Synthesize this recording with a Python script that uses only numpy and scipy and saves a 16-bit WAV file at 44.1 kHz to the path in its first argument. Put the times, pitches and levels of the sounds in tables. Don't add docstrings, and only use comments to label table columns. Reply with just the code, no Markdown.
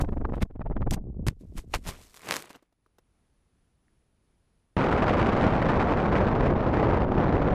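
import sys
import numpy as np
from scipy.fft import rfft, irfft, next_fast_len
from scipy.io import wavfile
from scipy.ndimage import uniform_filter1d, map_coordinates

SR = 44100
rng = np.random.default_rng(int(sys.argv[2]) if len(sys.argv) > 2 else 0)


def wrap_up_sound(samples):
    columns = np.atleast_2d(samples).T
    tamed = np.clip(columns, -1, 1)
    steps = np.round(tamed * 32767).astype(np.int16)
    wavfile.write(sys.argv[1], SR, steps)


N = 332514
T = np.arange(N) / SR


def amp(db):
    return 10 ** (np.asarray(db) / 20)


def unit(x):
    return x / np.sqrt(np.mean(x ** 2) + 1e-20)


def wobble(rate):
    return map_coordinates(rng.standard_normal(int(N * rate / SR) + 4), [T * rate])


def filtered(x, response):
    size = next_fast_len(len(x) + 8192)
    return irfft(rfft(x, size) * response(np.fft.rfftfreq(size, 1 / SR)), size)[:len(x)]


def noise(tone, loudness=1):
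    pitches, levels = np.transpose(tone)
    hiss = rng.standard_normal(N) * loudness
    return unit(filtered(hiss, lambda hz: amp(np.interp(np.log(hz + 1), np.log(pitches), levels))))


def swept(source, speed):
    return map_coordinates(source, [np.cumsum(speed)], order=5, mode="mirror")


def add_burst(track, source, s, db, rise, fall, power=1.21):
    near = slice(max(0, int((s - 6 * rise) * SR)), int((s + 8 * fall) * SR))
    t = T[near] - s
    shape = np.exp(-np.abs(t / np.where(t < 0, rise, fall)) ** power)
    piece = source[near] * shape
    track[near] += amp(db) * piece * np.linalg.norm(shape) / np.linalg.norm(piece)


def push(s, width):
    u = np.clip((T - s) / width, -8, 8)
    return u * np.exp((1 - u * u) / 2)


def slap(s, rise, fall):
    t = np.maximum(T - s, 0)
    return (1 - np.exp(-(t / rise) ** 2)) * np.exp(-t / fall)


def swell(s, rise, fall):
    return np.exp(-np.abs(T - s) / np.where(T < s, rise, fall))


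# time_s, level_db
WIND_LEVELS = [(0, -31), (0.421, -32.5), (0.468, -50.5), (0.62, -34.5), (0.9, -27), (1.02, -38),
               (1.27, -36), (1.34, -50.5), (1.55, -44), (1.95, -49), (2.12, -64.5)]
# pitch_hz, level_db
BUFFET_TONE = [(12, -9), (25, -2.5), (70, -1.5), (130, -14), (1000, -120)]
FLUTTER_TONE = [(50, -27), (110, 1), (200, 0.5), (550, -19), (1000, -41.5), (3800, -120)]
USUAL_WIND_DB = -31

def tumbling_wind(eddy):
    times, levels = np.transpose(WIND_LEVELS)
    wind = amp(np.interp(T, times, levels)) * np.exp(-np.maximum(T - times[-1], 0) / 0.19)
    rumble = unit(swept(noise(FLUTTER_TONE), np.exp(0.18 * eddy)) * amp(9 * eddy))
    fast = uniform_filter1d(1. * (T < FAST_SPINS[-1][1]), size=1000)
    lull_s, turn_s = 1.01, 0.12
    turn_db = -6 * np.cos(2 * np.pi * (T - lull_s) / turn_s)
    flutter_gain = amp(-33 - 13 * fast + (1 - fast) * turn_db) * (wind / amp(USUAL_WIND_DB)) ** 1.29
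    buffet = amp(-2 * fast) * wind * noise(BUFFET_TONE)
    return buffet + flutter_gain * rumble


# first_whip_s, end_s, turn_s
FAST_SPINS = [(0.006, 0.44, 0.0417), (0.4555, 1.0, 0.0522)]
# peak_s, level_db
AIR_TEARS = [(0.006, -29), (0.252, -26.5), (0.34, -31), (0.618, -34.5), (0.727, -45), (0.769, -36),
             (0.828, -37)]
# pitch_hz, level_db
WHIP_TONE = [(40, -7), (120, 3.5), (250, 0), (800, -13.5), (1500, -33.5), (6500, -120)]
RASP_TONE = [(300, -17), (700, 5), (1200, -1.5), (2000, -11.5), (3000, -28), (5000, -43.5), (15000, -89.5)]

def air_whips(eddy):
    raggedness = amp(8 * np.tanh(wobble(350)))
    body = noise(WHIP_TONE) * amp(5.5 * eddy)
    rasp = noise(RASP_TONE) * raggedness
    air = np.zeros(N)
    for first, end, turn in FAST_SPINS:
        for s in np.arange(first, end, turn):
            wind_db = np.interp(s, *np.transpose(WIND_LEVELS))
            edge_db = 1.3 * (wind_db - USUAL_WIND_DB)
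            add_burst(air, body, s, wind_db + 3.5, rise=0.0088, fall=0.0069, power=1.7)
            add_burst(air, rasp, s, edge_db - 46, rise=0.0061, fall=0.0061)
            air += amp(wind_db + 3) * push(s + 0.003, width=0.011)
            for late, strength in rng.standard_normal((2, 2)):
                flick = slap(s + late * 0.0035, rise=0.00018, fall=0.00038)
                air += strength * amp(edge_db - 27.5) * flick
    for s, db in AIR_TEARS:
        add_burst(air, rasp, s, db, rise=0.0026, fall=0.0026)
    return air


# pitch_hz, level_db
LEAF_TONE = [(80, -16), (250, -6), (550, -1.5), (800, -1), (1050, -0.5), (1350, -2.5), (1700, -5),
             (2200, -4), (2700, -6.5), (3600, -11), (6000, -24), (14000, -39.5)]
GRASS_TONE = [(300, -21.5), (2000, -4), (5000, 0), (8000, -.5), (13300, -6), (15500, -19.5)]

def leaves_and_grass():
    leaves = noise(LEAF_TONE, loudness=amp(12 * np.tanh(wobble(700) / 2)))
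    grass = noise(GRASS_TONE, loudness=amp(9.5 * np.tanh(wobble(590) / 2)))
    return leaves, grass


# peak_s, rise_s, fall_s, thud_db, crunch_db, swish_db
TURF_HITS = [(0.015, 0.0053, 0.0057, -30, -38, -41.5), (0.428, 0.0071, 0.0034, -20, -30, -41.5),
             (0.91, 0.00074, 0.0039, -28, -57, -33), (0.941, 0.01, 0.0057, -28, -36.5, -36),
             (1.267, 0.00062, 0.015, -23, -35.5, -39), (1.285, 0.0019, 0.0017, -25, -43, -50),
             (1.578, 0.0076, 0.014, -34.5, -43.5, -47), (1.741, 0.0026, 0.0031, -55, -21, -51),
             (1.749, 0.0035, 0.01, -37, -30.5, -38), (1.887, 0.019, 0.017, -37.5, -41.5, -40.5)]

def turf_hits(leaves, grass):
    thud = noise(FLUTTER_TONE)
    hits = np.zeros(N)
    for s, rise, fall, thud_db, crunch_db, swish_db in TURF_HITS:
        add_burst(hits, thud, s, thud_db, rise, fall)
        add_burst(hits, leaves, s, crunch_db, rise, fall)
        add_burst(hits, grass, s, swish_db, rise, fall)
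        add_burst(hits, grass, s + 0.0099, swish_db - 33, rise=0.005, fall=0.013)
        hits += amp(thud_db + 5.5) * push(s + 0.0042, width=0.0022)
    return hits


# start_s, level_db
AIR_SLAPS = [(0.0207, -9), (0.3228, -11.5), (0.368, -15), (0.595, -18.5), (0.7, -16.5), (0.809, -14.5)]

def air_slaps():
    return sum(amp(db) * slap(s, rise=0.0005, fall=0.0018) for s, db in AIR_SLAPS)


# peak_s, rise_s, fall_s, crunch_db, swish_db
SKIDS = [(0.03, 0.0093, 0.17, -87, -78.5), (0.36, 0.019, 0.0088, -56, -68),
         (1.409, 0.0063, 0.017, -72, -69), (1.55, .13, .1, -82, -78), (1.6, 0.018, .015, -68, -62),
         (1.735, 0.014, .025, -58.5, -54.5), (1.87, 0.011, 0.065, -46.5, -55),
         (2.03, 0.085, 0.066, -70, -58.5), (2.17, 0.023, 0.011, -64.5, -56.5),
         (2.303, 0.033, 0.064, -36, -48.5), (2.36, 0.048, 0.032, -55, -44.5),
         (2.506, 0.0037, 0.0078, -52, -57), (2.55, 0.0077, 0.0093, -53, -66)]
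# pitch_hz, level_db
RUB_TONE = [(40, -21), (200, -5.5), (420, -5.5), (1000, -27), (3000, -70)]

def skids(leaves, grass):
    crunch = leaves + amp(-4) * noise(RUB_TONE)
    return sum(swell(s, rise, fall) * (amp(crunch_db) * crunch + amp(swish_db) * grass)
               for s, rise, fall, crunch_db, swish_db in SKIDS)


# pitch_hz, width_hz, level_db
CASE_RINGS = [(530, 200, 0), (1060, 190, 2.5), (1680, 610, 0), (2686, 1105, -3), (4660, 2680, -7)]

def case_response(hz):
    return sum((-1) ** k * amp(db) * 1j * hz * width / (pitch ** 2 - hz ** 2 + 1j * hz * width)
               for k, (pitch, width, db) in enumerate(CASE_RINGS))


# start_s, ring_db, crack_db
STALK_SNAPS = [(0.9097, -34, -29), (1.2841, -17.5, -32), (1.7408, -18.5, -40), (1.7476, -18, -38.5),
               (2.2187, -40, -47), (2.2888, -22, -38.5), (2.3098, -11, -35), (2.3215, -18, -40.5),
               (2.3251, -18, -37), (2.3404, -18, -35), (2.3603, -22, -31), (2.3663, -19, -25),
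               (2.4233, -36, -35)]

def snaps():
    strikes, cracks = np.zeros((2, N))
    sharp = noise(GRASS_TONE)
    leaf_count = 22
    leaf_times = rng.uniform(2.14, 2.55, leaf_count)
    leaf_db = rng.normal(-45.5, 4, leaf_count)
    for s, ring_db, crack_db in [*STALK_SNAPS, *zip(leaf_times, leaf_db, leaf_db - 6.5)]:
        strikes[round(s * SR)] += amp(ring_db)
        add_burst(cracks, sharp, s + 0.0001, crack_db, rise=0.0001, fall=0.0011)
    ring_peak = np.abs(irfft(case_response(np.arange(SR // 2 + 1)))).max()
    return filtered(strikes, case_response) / ring_peak + cracks


# middle_s, level_db
PLANE_LURCHES = [(1.583, -26), (1.757, -25), (1.87, -34)]

def lurches():
    return -sum(amp(db) * push(s, width=0.0055) for s, db in PLANE_LURCHES)


# peak_s, level_db
SETTLING_KNOCKS = [(2.504, -41), (2.558, -45.5), (2.626, -56.5), (2.726, -67.5), (2.863, -64.5),
                   (2.985, -53.5)]
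# pitch_hz, level_db
KNOCK_TONE = [(80, -8), (250, 7.5), (1000, -4), (2000, -16), (4000, -17.5), (12000, -25)]

def settling_knocks():
    dull = noise(KNOCK_TONE)
    knocks = np.zeros(N)
    for s, db in SETTLING_KNOCKS:
        add_burst(knocks, dull, s, db, rise=0.0012, fall=0.0059)
    return knocks


# start_s, level_db, pitch_hz
LIGHT_TAPS = [(2.862, -48.5, 1190), (3.882, -54.5, 1800)]

def light_taps():
    return sum(amp(db) * slap(s, rise=0.00038, fall=0.0011) * np.sin(2 * np.pi * hz * (T - s))
               for s, db, hz in LIGHT_TAPS)


# time_s, level_db
BACKGROUND_LEVELS = [(1.5, -82.5), (2.7, -76.5), (3.1, -70), (4.7, -69.5)]
# pitch_hz, level_db
BACKGROUND_TONE = [(12, -21.5), (22, -7), (50, -5.5), (210, -16), (600, -26.5), (1700, -33.5), (8500, -44),
                   (10200, -33.5), (11200, -48), (15000, -63)]
GLIDE_START_S = 4.766

def outdoor_background():
    level_db = np.interp(T, *np.transpose(BACKGROUND_LEVELS)) + wobble(9.1)
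    return amp(level_db) * noise(BACKGROUND_TONE) * (T < GLIDE_START_S)


# deepest_s, share_of_speed_lost
GLIDE_LULLS = [(6.53, 0.2704), (7.06, 0.1496)]
# pitch_hz, level_db
ROAR_TONE = [(12, -16.5), (22, -6), (50, -1), (130, 0), (350, -4), (700, -6.5), (1300, -13), (2200, -22.5),
             (5600, -46), (10000, -63.5), (12500, -83), (16000, -120)]
START_SPEED, SLOWING_PER_S, GLIDE_DB = 1.06, 0.155, -22.5

def glide():
    eddy = 0.16 * np.tanh(wobble(400)) + 0.115 * np.tanh(wobble(75)) + 0.018 * wobble(16)
    lost = sum(share * swell(s, rise=0.012, fall=0.05005) for s, share in GLIDE_LULLS)
    slowing = np.exp(-SLOWING_PER_S * np.maximum(T - GLIDE_START_S, 0))
    speed = START_SPEED * slowing * (1 - lost)
    roar = unit(swept(noise(ROAR_TONE), speed * np.exp(eddy)) * np.exp(1.25 * eddy))
    roar -= 0.07 * (roar ** 2 - 1)
    flying = np.interp(T, [GLIDE_START_S, GLIDE_START_S + 0.0005, T[-1] - 0.002, T[-1]], [0, 1, 1, 0])
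    return amp(GLIDE_DB) * roar * flying


def scene():
    eddy = np.tanh(wobble(170))
    air = tumbling_wind(eddy) + air_whips(eddy) + air_slaps() + lurches()
    leaves, grass = leaves_and_grass()
    ground = turf_hits(leaves, grass) + skids(leaves, grass)
    case = snaps() + settling_knocks() + light_taps()
    return (air + ground + case + outdoor_background() + glide())[None]


def record(dry):
    ceiling, top_hz = 0.38, 15400
    rounded = dry[0] / (1 + (dry[0] / ceiling) ** 4) ** (1 / 4)
    return filtered(rounded, lambda hz: 1 / (1 + (hz / top_hz) ** 90))[None]


dry = scene()
out = record(dry)
wrap_up_sound(out)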